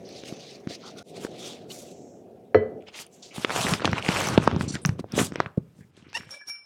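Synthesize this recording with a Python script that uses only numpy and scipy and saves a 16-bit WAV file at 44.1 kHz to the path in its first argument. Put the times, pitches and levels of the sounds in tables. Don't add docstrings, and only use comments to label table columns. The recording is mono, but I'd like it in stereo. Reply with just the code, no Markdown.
import sys
import numpy as np
from scipy import signal
from scipy.fft import rfft, irfft
from scipy.io import wavfile
from scipy.ndimage import uniform_filter1d

SR = 44100
rng = np.random.default_rng(int(sys.argv[2]) if len(sys.argv) > 2 else 0)


def transcribe(u):
    v = np.clip(np.atleast_2d(u).T, -1, 1)
    q = np.round(v * 32767).astype(np.int16)
    wavfile.write(sys.argv[1], SR, q)


def voltage_ratio(decibels):
    exponent = np.asarray(decibels, float) / 20
    return 10 ** exponent


N = 293265
LIFT_S, SCENE_CHANGE_S = 3.37, 1.028

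BAND_HZ = (1350, 4200, 11000)
BAND_WIDTH_HZ = (1400, 4500, 7000)
# [f/Hz, level/dB]
FILM_COLOUR = [(450, -5.5), (700, -4.5), (1800, -8), (2600, -3), (3500, -1), (5000, -2), (7000, -2),
               (9000, -3), (12000, -13), (16000, -22)]
# [f/Hz, level/dB]
TAUT_COLOUR = [(1500, 7.5), (2100, 11), (3000, 6.5), (4200, 9.5), (6400, 14), (7100, 6.5), (14500, 13.5)]
# [f/Hz, level/dB]
SLACK_COLOUR = [(1000, 0.5), (1700, -1.5), (2200, 1), (3500, 0), (6500, 0.5), (9000, -1.5), (14000, 3)]
# [peak t/s, length/s, hiss
# level/dB, folds re hiss/dB, fizz re hiss/dB]
BRUSHES = [(.168, 0.18, -51.5, -27, -18), (.289, 0.14, -53, -8.5, -7), (.871, 0.14, -52, -33, -20.5),
           (.988, 0.043, -53, -25, -8), (1.08, 0.13, -52.5, -13, -1.5), (1.17, 0.066, -45.5, -3.5, -5.5),
           (1.24, 0.096, -43.5, -1.5, 1), (1.462, 0.28, -40.5, -6.5, -7.5), (2.886, 0.035, -46, 0, -26),
           (3.002, 0.1, -41.5, -0.5, 2), (3.154, 0.11, -63, -16, 6), (3.27, 0.13, -56, -2, -2),
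           (3.517, 0.13, -39, 7, -4), (3.823, 0.028, -41, 11, -29), (3.98, 0.075, -37.5, 12, -10.5),
           (4.442, 0.069, -48.5, 18, 2), (4.472, 0.46, -44.5, 10, -23), (4.625, 0.098, -44, 1.5, -1),
           (4.745, 0.12, -43.5, 0.5, -9), (4.999, 0.024, -47, 5, -0.5), (5.192, 0.11, -34.5, 5.5, -26.5),
           (5.404, 0.14, -48.5, 10, -32), (5.8, 0.2, -73, 3, 6), (6.332, 0.16, -53.5, 2, -2),
           (6.492, 0.055, -52.5, -0.5, 4.5)]
# [full from t/s, length/s, hiss level/dB, folds re hiss/dB, fizz re hiss/dB]
DRAGS = [
    (.4, 0.28, -55.5, -13, -21),
    (.698, 0.11, -48.5, -14, -15.5),
    (2.946, 0.11, -45.5, -4, -33),
    (3.361, 0.16, -44, 2, 0),
    (3.569, 0.32, -33, 7, 0.5),
    (4.093, 0.44, -34.5, 9.5, -4.5),
    (5.172, 0.18, -40, -1, 7.5),
    (6.195, 0.12, -63.5, 8, 0.5),
]
# [peak t/s, length/s, hiss level/dB, folds re hiss/dB, fizz re hiss/dB]
FLICKS = [
    (1.722, 0.31, -47, -7, 4.5),
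    (3.852, 0.19, -39, 9, -14),
    (4.862, 0.088, -50, 11.5, 7),
    (5.188, 0.063, -28, 10, -1),
    (5.968, 0.22, -62, 3, -19.5),
    (6.148, 0.071, -42, -20, 1.5),
    (6.164, 0.035, -56, 21.5, -10),
]
BRUSH_SHAPE = (0.56, 0, 0.51)
DRAG_SHAPE = (0.18, 0.48, 0.22)
FLICK_SHAPE = (0.12, 0, 0.71)
PUSH_SHAPE = (0.26, 0, 0.51)
# [folds/dB, hiss/dB, fizz/dB]
ENDS_DB = (-14.5, -16.5, -24.5)
# [folds/dB, hiss/dB, fizz/dB]
REST_DB = (-66, -79.5, -82)
# [t/s, level/dB, f/Hz]
TICKS = [(.2371, -30.5, 2500), (0.326, -38, 830), (0.6739, -30, 1570), (1.2491, -19.5, 1050),
         (1.2678, -29.5, 1080), (3.381, -28.5, 1060), (3.805, -19, 1660), (6.131, -29, 1940),
         (4.4732, -18.5, 1020), (4.514, -18.5, 1130), (4.754, -17, 2370), (4.8921, -18, 1690),
         (4.9929, -30, 905), (5.3215, -26.5, 1357), (6.559, -48, 4190)]
# [t/s, level/dB, f/Hz, bright edge/dB]
POPS_OUT = [
    (3.4959, -14, 1037, -22),
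    (3.5048, -14, 1270, -15),
    (3.855, -2.5, 2760, -12),
    (3.931, -9, 1560, -17.5),
    (4.3774, -7.5, 2400, -28),
    (4.3811, -6, 790, -27),
    (4.6102, -12, 1290, -13),
    (5.358, -15, 1460, -14.5),
    (5.403, -3.5, 970, -22),
]
# [t/s, level/dB, f/Hz, bright edge/dB]
POPS_IN = [(3.4479, -5.5, 2170, -32), (3.562, -13, 800, -19), (3.7374, -5.5, 2380, -17.5),
           (3.847, -9.5, 890, -12.5), (3.877, -9.5, 1036, -25), (4.0888, -7, 1620, -11),
           (4.4764, 0.5, 886, -21.5), (4.563, -18, 790, -17.5), (4.8512, -7.5, 1454, -11),
           (5.461, -18, 1480, -45)]
# [t/s, level/dB, f/Hz]
NUDGES = [
    (0.2362, -28, 310),
    (0.3251, -22, 254),
    (0.6722, -18, 215),
    (1.2497, -16.5, 387),
    (5.0429, -23, 514),
    (5.5785, -9, 168),
    (5.809, -35.5, 152),
]
# [t/s, level/dB, f/Hz]
THUMPS = [(3.3821, -22.5, 200), (3.4475, -12, 400), (5.2148, -11, 232), (3.721, -15.5, 135),
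          (3.738, -21.5, 220), (3.8538, -16, 222), (3.9323, -15.5, 154), (4.0895, -10, 186),
          (4.3776, -0.5, 396), (4.3807, -5, 149), (4.4771, -10, 194), (4.5649, -11, 140),
          (4.6101, -16, 165), (4.7557, -22, 251), (4.892, -10.5, 116), (4.9952, -19.5, 301),
          (5.138, -17, 190), (5.179, -11, 416), (5.1925, -16, 286), (5.322, -22.5, 233),
          (5.4032, -21.5, 355), (5.464, -26, 132)]
# [t/s, level/dB, f/Hz]
PINGS = [(3.5115, -22, 900), (3.5758, -19.5, 1310), (3.6682, -15.5, 1940), (3.6844, -18, 1630),
         (3.6935, -23, 4000), (3.7191, -21, 1340), (3.7978, -24.5, 1326), (3.8207, -24, 1270),
         (3.8938, -31.5, 1246), (3.9155, -33.5, 5000), (3.9819, -18.5, 2510), (3.9862, -21, 2516),
         (4.0258, -23, 2737), (4.0488, -22, 2590), (4.0636, -21, 2350), (4.085, -16.5, 2720),
         (4.1079, -25, 2494), (4.1211, -21, 2620), (4.1625, -18, 2510), (4.17, -18, 2360),
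         (4.204, -24, 6560), (4.2107, -16.5, 1140), (4.2178, -24, 6060), (4.2712, -21.5, 5790),
         (4.2735, -19.5, 1102), (4.2868, -21.5, 5940), (4.3598, -22.5, 1150), (4.4259, -24.5, 1300),
         (4.7701, -32.5, 1850), (4.8598, -17.5, 6080), (5.0002, -38, 4290), (5.1218, -30.5, 5450),
         (5.1895, -17, 2490), (5.1939, -17, 1130), (5.3404, -37, 1220), (5.3757, -39, 1150),
         (0.0902, -38.5, 4360), (0.2169, -47, 4240), (0.6029, -52, 5560), (0.7093, -39, 3680),
               (1.7179, -31, 3800), (2.8239, -48.5, 2610), (2.99, -30, 2350), (3.0662, -39, 9400),
               (5.9683, -47, 3360), (6.0255, -51, 2920), (6.1001, -53, 4690), (6.2094, -34, 1650),
               (6.2334, -40, 1590), (6.2924, -39.5, 1710)]
# [t/s, level/dB, f/Hz]
LURCHES = [(3.3954, -32.5, 221), (3.5631, -24.5, 504), (3.6084, -25.5, 156), (3.6494, -17.5, 215),
           (3.6706, -23, 312), (3.691, -25, 160.5), (3.8058, -28.5, 339), (3.8209, -22.5, 500),
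           (3.8473, -21, 295), (3.8932, -19.5, 155), (4.2014, -21.5, 548), (4.2756, -24, 199),
           (4.3, -21, 189.4), (4.525, -24, 210), (4.632, -27, 223), (4.6781, -21, 221), (4.707, -24, 210),
           (4.742, -23.5, 140.6), (4.863, -19.5, 155), (5.0064, -24.5, 182.4), (5.3585, -21.5, 520),
           (5.793, -42, 155), (5.8482, -45, 151), (5.9762, -44.5, 320), (6.027, -43, 199),
           (6.0674, -41.5, 264), (6.2017, -41, 178)]
# [t/s, level/dB, f/Hz, fall/turns]
SWAYS = [(3.726, -17, 140.4, .9), (3.878, -27, 297.4, 0.52), (4.411, -29, 200, 0.8),
         (4.542, -28, 169, 0.65), (4.591, -28, 169.8, 0.59), (4.8575, -15.5, 148, 1.2),
         (4.922, -24, 125, 1.1), (5.166, -21, 200, .6), (5.2005, -15, 251, 0.51), (5.231, -23.5, 178, 0.6),
         (5.5767, -18.5, 417, 0.64)]
# [t/s, length/s, level/dB, lowest f/Hz, highest f/Hz]
STROKES = [(0.246, 0.051, -50.5, 1750, 4060), (0.822, 0.086, -50.5, 690, 1400),
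           (0.953, 0.079, -55.5, 1060, 1540), (1.362, 0.33, -51.5, 3160, 3850),
           (1.7, 0.021, -42, 1930, 5000), (4.677, .04, -37.5, 3600, 8600), (4.716, 0.045, -41, 3600, 9600),
           (4.737, 0.037, -39, 1440, 2280), (4.813, 0.035, -51.5, 7760, 10300),
           (5.8, 0.052, -64, 1601, 2430), (6.283, 0.108, -57, 512, 640), (6.418, .025, -56.5, 1520, 1850),
           (6.47, 0.14, -62, 1090, 2900)]
# [t/s, length/s, level/dB, lowest f/Hz, highest f/Hz]
RUBS = [(0.047, 0.14, -53.5, 3950, 6240), (0.335, 0.21, -57, 5200, 6240), (0.705, 0.067, -49, 1820, 2400),
        (1.721, 0.55, -56, 5200, 8000), (1.748, .3, -71, 2100, 4450), (2.802, 0.054, -63, 2000, 3600),
        (2.865, 0.048, -48, 1910, 3370), (2.937, 0.11, -46, 1910, 3400), (3.122, 0.12, -58.5, 5800, 7700),
        (3.221, 0.072, -43.5, 2930, 7600), (3.275, 0.12, -56, 3600, 7200),
        (3.305, 0.077, -49.5, 2030, 3200), (3.42, .03, -40, 1900, 3960), (4.45, 0.028, -44.5, 4000, 6430),
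        (4.762, 0.017, -42, 1200, 5000), (5.33, 0.023, -52, 4540, 8500), (5.466, 0.049, -47.5, 900, 1730),
        (5.965, 0.061, -60.5, 1207, 9300), (6.04, 0.24, -58.5, 1000, 3100), (6.085, 0.072, -58, 2160, 5770),
        (6.191, 0.12, -52, 1400, 3100)]
# [t/s, f/Hz, level/dB, roughness/0-1]
SQUEAK = [
    (6.135, 791, -57, 0.14),
    (6.149, 878, -34, 0.02),
    (6.152, 922, -25.5, 0),
    (6.164, 919, -31, 0.02),
    (6.162, 926, -56, 0.3),
    (6.172, 974, -28.5, 0.05),
    (6.179, 960, -33.5, 0.05),
    (6.185, 1040, -65, 0.08),
]
# [multiple of f, level/dB]
SQUEAK_ORDERS = [(1, 2), (2, 7.5), (3, 10.5), (4, -4), (5, -3), (6, 2), (7, -8.5), (8, -13.5), (9, -12),
                 (10, -15), (11, -14)]
# [t/s, length/s, level/dB, tilt/dB per octave]
TOUCHES = [
    (6.175, .01, -50, -12),
    (6.303, 0.015, -42, 3),
    (6.333, 0.0136, -47, -9.5),
    (6.403, 0.024, -55, -14),
    (6.462, 0.05, -38.5, 8),
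    (6.495, 0.0049, -40, -2.5),
]
# [level/dB, t60/s]
GLASS_HZ = (578, 1680, 2322, 5335, 5426, 5543, 5678, 9510, 10275, 10353, 13520, 14700)
GLASS_RING = [(-60, 0.08), (-11.5, 0.046), (-12, 0.4), (-14, 0.6), (-22, 0.19), (-0.5, 0.25), (-9, 0.086),
              (-28.5, 0.29), (-24.5, 0.18), (-29.5, 0.13), (-39.5, 0.14), (-37.5, 0.16)]
# [level/dB, t60/s]
BOWL_HZ = (95, 226, 339, 437, 470, 508, 615, 697, 1290, 1992, 3052, 4156, 4290, 5593)
BOWL_RING = [(-6.5, 0.14), (-25.5, 0.61), (-2, 0.088), (1, 0.11), (-15, 0.055), (-6, 0.13), (-21, 0.27),
             (-10, 0.063), (-8.5, 0.023), (-26, 0.24), (-43.5, 0.21), (-36, 0.09), (-45.5, 0.12),
             (-51.5, 0.08)]
# [f/Hz, level/dB per Hz]
HUM = [(35, -52), (60, -13), (113, -3.5), (211, 1.5), (327, -2), (368, 3.5), (624, -3.5), (736, -4),
       (1000, -32), (1300, -71), (2200, -120)]
# [f/Hz, level/dB per Hz]
BODY = [(35, -31), (60, -1), (87, 9.5), (145, 6), (460, -4.5), (511, -7.5), (1000, -27.5), (1300, -29.5),
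        (2200, -120)]
# [t/s, level/dB]
BACKGROUND = [(0, -52.5), (.62, -58), (1.2, -52), (2.05, -55.5), (2.5, -59), (2.78, -49.5), (2.9, -68.5),
              (3.33, -62), (3.5, -37), (4.0, -37.5), (4.6, -29), (5.05, -50.5), (5.55, -67.5), (5.93, -57),
              (6.27, -48.5), (6.42, -93)]
# [peak t/s, length/s, level/dB]
PUSHES = [(0.306, 0.12, -48.5), (0.706, 0.056, -43.5), (1.181, 0.027, -47), (3.57, 0.099, -51),
          (3.715, 0.18, -35), (3.88, 0.26, -27), (4.1, 0.05, -26), (4.336, 0.32, -28.5),
          (4.542, 0.11, -21.5), (4.903, 0.17, -28.5), (5.048, 0.064, -37), (5.187, 0.24, -21.5),
          (5.384, 0.24, -37), (5.586, 0.045, -28), (5.793, 0.19, -47), (6.204, 0.081, -46)]


def evened(x):
    return x / np.sqrt(np.mean(x ** 2) + 1e-20)


def read(points, hz):
    f, value = np.transpose(points)
    return np.interp(np.log(hz + 1), np.log(f + 1), value)


def add(mix, s, sound):
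    part = mix[round(s * SR):][:len(sound)]
    part += sound[:len(part)]


def band(x, lo_hz, hi_hz):
    sos = signal.butter(3, [lo_hz, min(hi_hz, 20000)], "band", fs=SR, output="sos")
    return signal.sosfilt(sos, x)


def ring(hz, t60, length):
    t = np.arange(round(length * SR)) / SR
    return voltage_ratio(-60 * t / t60) * np.sin(2 * np.pi * hz * t)


def unsteady(length, depth):
    drift = uniform_filter1d(rng.standard_normal(length), size=500)
    return 1 + depth * evened(uniform_filter1d(drift, size=500))


def swing(hz, rise, fall, length, lead=1):
    turns = np.arange(round(length * SR)) / SR * hz - lead
    bump = np.exp(-.5 * (turns / np.where(turns < 0, rise, fall)) ** 2)
    return np.cos(2 * np.pi * turns) * bump


def slips(per_s, spread_db, smooth):
    size = voltage_ratio(spread_db * np.minimum(rng.exponential(1, N), 4))
    size = size * (rng.random(N) < per_s / SR)
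    return evened(evened(size * rng.standard_normal(N)) + smooth * rng.standard_normal(N))


def gesture(t, s, length, shares):
    rising, holding, falling = np.maximum(shares, [.02, 0, .02]) * max(length, .01)
    away = np.maximum((s - t) / rising, (t - s - holding) / falling)
    return np.maximum(away, 0) ** 1.26


def handling(t):
    power = voltage_ratio(np.array(REST_DB))[:, None] ** 2 + 0 * t
    for rows, shares in ((BRUSHES, BRUSH_SHAPE), (DRAGS, DRAG_SHAPE), (FLICKS, FLICK_SHAPE)):
        for s, length, db, folds_db, fizz_db in rows:
            full_db = db + np.c_[[folds_db, 0, fizz_db]]
            power = power + voltage_ratio(full_db + np.c_[list(ENDS_DB)] * gesture(t, s, length, shares)) ** 2
    return 10 * np.log10(power)


def rustle(patchy_db=2.3):
    grains = [slips(2500, 2.8, 1.1), slips(6000, 2.5, 1.5)]
    hz, t, (coarse, fine) = signal.stft(grains, SR, nperseg=256, noverlap=192)
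    share = (1 / (1 + (hz / 5000) ** 2))[:, None]
    z = np.sqrt(share) * coarse + np.sqrt(1 - share) * fine

    per_hz_db = handling(t) - 10 * np.log10(np.array(BAND_WIDTH_HZ) / (SR / 2))[:, None]
    place = np.interp(np.log(hz + 1), np.log(BAND_HZ), np.arange(len(BAND_HZ)))
    weights = np.clip(1 - abs(place[:, None] - np.arange(len(BAND_HZ))), 0, 1)
    folds = uniform_filter1d(rng.standard_normal(z.shape[::-1]), size=24, axis=0)
    folds = evened(uniform_filter1d(folds, size=4, axis=1)).T
    flutter = evened(uniform_filter1d(rng.standard_normal(len(t)), size=10))

    colour_db = weights @ per_hz_db + read(FILM_COLOUR, hz)[:, None] + patchy_db * folds
    colour_db += read(TAUT_COLOUR, hz)[:, None] * (t < SCENE_CHANGE_S)
    colour_db += read(SLACK_COLOUR, hz)[:, None] * ((t > SCENE_CHANGE_S) & (t < LIFT_S))
    colour_db += 1.29 * place[:, None] * flutter
    return signal.istft(z * voltage_ratio(colour_db), SR, nperseg=256, noverlap=192)[1][:N]


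def snaps(edge_t60=0.0051, crumbs_db=-16, crumbs_t60=0.019):
    rows = POPS_OUT + POPS_IN
    for s, db, hz in TICKS:
        rows = rows + [(s, db, hz, min(-13.5 + 5 * np.log2(hz / 1500), 23.5))]
    out, grit = np.zeros(N), rng.standard_normal((len(rows), 1323))
    t = np.arange(1323) / SR
    either_way = np.sign(grit[:len(TICKS), 0])
    ways = np.r_[np.ones(len(POPS_OUT)), -np.ones(len(POPS_IN)), either_way]
    for (s, db, hz, edge_db), noise, way in zip(rows, grit, ways):
        edge = band(noise * voltage_ratio(edge_db + 10 - 60 * t / edge_t60), 2700, 5810)
        crumbs = band(noise * voltage_ratio(crumbs_db - 60 * t / crumbs_t60), 0.2 * hz, 1.71 * hz)
        crumbs = crumbs * np.sqrt(SR / 2 / hz)
        add(out, s - 1 / hz, way * voltage_ratio(db) * swing(hz, .25, .4, .01))
        add(out, s - .0004, voltage_ratio(db) * (edge + crumbs))
    for s, db, hz in NUDGES:
        add(out, s - 1 / hz, voltage_ratio(db) * swing(hz, .145, .52, .05))
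    for s, db, hz in THUMPS:
        add(out, s - 1 / hz, voltage_ratio(db) * swing(hz, .1, .55, .05))
    return out


def pings(ring_s=.0004, most_turns=2.5, lift_db=2.5, grit_db=-12):
    rows, out = PINGS, np.zeros(N)
    grit, t = rng.standard_normal((len(rows), 300)), np.arange(300) / SR
    for (s, db, hz), noise in zip(rows, grit):
        turns = np.clip(ring_s * hz, .4, most_turns)
        dust = voltage_ratio(db + lift_db + grit_db - 60 * t / 0.009) * noise
        add(out, s - 2 * turns / hz, voltage_ratio(db + lift_db) * swing(hz, .7 * turns, turns, .01, 2 * turns))
        add(out, s - .0005, band(dust, .5 * hz, 3.2 * hz))
    for s, db, hz in LURCHES:
        add(out, s - 1 / hz, voltage_ratio(db + 1.5) * swing(hz, 0.25, 0.602, .05))
    for s, db, hz, turns in SWAYS:
        add(out, s - 1 / hz, voltage_ratio(db) * swing(hz, 0.47, turns, .06))
    return out


def strokes(spacing_hz=1470, echo=.6):
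    out, grit = np.zeros(N), rng.standard_normal((len(STROKES), 8000))
    feedback = np.r_[1, np.zeros(round(SR / spacing_hz) - 1), -echo]
    for (s, length, db, lo_hz, hi_hz), noise in zip(STROKES, grit):
        banded = signal.lfilter([1], feedback, noise)
        burst = band(band(banded, lo_hz, hi_hz), lo_hz, hi_hz)[:round(length * SR)]
        add(out, s, voltage_ratio(db) * evened(burst) * signal.windows.tukey(len(burst), .4))
    return out


def rubs(rise_s=0.0067, fade_db=-13.5):
    out, grit = np.zeros(N), rng.standard_normal((len(RUBS), SR))
    for (s, length, db, lo_hz, hi_hz), noise in zip(RUBS, grit):
        burst = band(band(noise, lo_hz, hi_hz), lo_hz, hi_hz)[:round(length * SR)]
        share = np.linspace(0, 1, len(burst))
        ends = np.clip(np.minimum(share * length / rise_s, 4 - 4 * share), 0, 1)
        add(out, s, voltage_ratio(db + fade_db * share) * evened(burst) * ends)
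    return out


def squeak():
    s, *columns = np.transpose(SQUEAK)
    t = np.arange(s[0], s[-1], 1 / SR)
    hz, db, rough = (np.interp(t, s, c) for c in columns)
    waver = evened(uniform_filter1d(rng.standard_normal(4000), size=30))[:len(t)]
    turns = np.cumsum(hz * (1 + rough * waver)) / SR
    pulses = sum(voltage_ratio(d) * np.cos(2 * np.pi * k * turns) for k, d in SQUEAK_ORDERS)
    out = np.zeros(N)
    add(out, s[0], -voltage_ratio(db) * evened(pulses))
    return out


def glass():
    out, grit = np.zeros(N), rng.standard_normal((len(TOUCHES), 4000))
    for (s, length, db, tilt_db), noise in zip(TOUCHES, grit):
        scrape = noise[:round(length * SR)] * np.hanning(round(length * SR))
        modes = 0
        for hz, (mode_db, t60) in zip(GLASS_HZ, GLASS_RING):
            level = voltage_ratio(mode_db + tilt_db * np.log2(hz / 4000))
            modes = modes + level * ring(hz, t60, .5) * unsteady(SR // 2, .42)
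        add(out, s, voltage_ratio(db + 7.5) * signal.oaconvolve(scrape / np.linalg.norm(scrape), modes))
    add(out, 6.162, voltage_ratio(-33) * ring(GLASS_HZ[3], .07, .2))
    return out


def knock(at_s=2.5455, ring_db=-2, crack_db=-8.5):
    out, t = np.zeros(N), np.arange(SR // 2) / SR
    modes = 0
    for hz, (db, t60) in zip(BOWL_HZ, BOWL_RING):
        build = (1 - np.exp(-t * hz)) ** 2
        modes = modes + voltage_ratio(db) * ring(hz, t60, .5) * unsteady(len(t), 0.27) * build
    rattle = band(rng.standard_normal(len(t)) * voltage_ratio(-8.5 - 60 * t / 0.1), 400, 1900)
    add(out, at_s, voltage_ratio(ring_db) * modes + voltage_ratio(crack_db) * rattle)
    add(out, at_s, voltage_ratio(crack_db) * swing(1500, .26, .7, .01))
    return out


def weight(t, push_ends_db=-18.5):
    power = voltage_ratio(np.interp(t, *np.transpose(BACKGROUND))) ** 2
    for s, length, db in PUSHES:
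        power = power + voltage_ratio(db + push_ends_db * gesture(t, s, length, PUSH_SHAPE)) ** 2
    return 10 * np.log10(power)


def rumble():
    hz, t = np.fft.rfftfreq(N, 1 / SR), np.arange(N) / SR
    hum = evened(irfft(rfft(rng.standard_normal(N)) * voltage_ratio(read(HUM, hz)), N))
    body = evened(irfft(rfft(slips(400, 4, 0.8)) * voltage_ratio(read(BODY, hz)), N))
    lifted = np.clip((t - LIFT_S) / 0.025, 0, 1)
    level = voltage_ratio(np.interp(t, t[::64], weight(t[::64])))
    return level * (voltage_ratio(9.0) * (1 - lifted) * hum + voltage_ratio(-2.9) * lifted * body)


def kitchen(x, t60_low=0.58, t60_high=0.26):
    taps = np.zeros(SR // 2)
    at = np.arange(200, SR // 2 - 20, 20)
    taps[at + rng.integers(0, 20, len(at))] = rng.choice([-1., 1.], len(at))
    hz, t, z = signal.stft(taps, SR, nperseg=256)
    t60 = read([(300, t60_low), (6000, t60_high)], hz)[:, None]
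    tail = signal.istft(z * voltage_ratio(-60 * t / t60), SR, nperseg=256)[1]
    return signal.oaconvolve(x, tail / np.linalg.norm(tail))[:N]


def hiss():
    noise = evened(band(rng.standard_normal(N), 2000, 16500))
    return voltage_ratio(-79.5) * noise * np.where(np.arange(N) < 5.9 * SR, 1, voltage_ratio(-14.5))


def scene():
    blow, creases, rim, slip = knock(), snaps() + pings(), glass(), squeak()
    mono = rumble() + rustle() + strokes() + rubs() + blow + creases + rim + slip + hiss()
    mono += kitchen(voltage_ratio(-13.0) * blow + voltage_ratio(-24.0) * creases + voltage_ratio(-13) * rim + voltage_ratio(-22) * slip)
    return np.array([mono, mono])


def roll_off(x):
    return signal.sosfilt(signal.butter(12, 16420, fs=SR, output="sos"), x)


def record(dry):
    since = np.arange(N) / SR - SCENE_CHANGE_S
    fade = np.where(since < 0, 1, np.clip(since / .09, .02, 1))
    low_cut = signal.lfilter(*signal.butter(2, 90, "high", fs=SR), dry * fade)
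    return roll_off(np.clip(low_cut, -1, 1))


dry = scene()
out = record(dry)
transcribe(out)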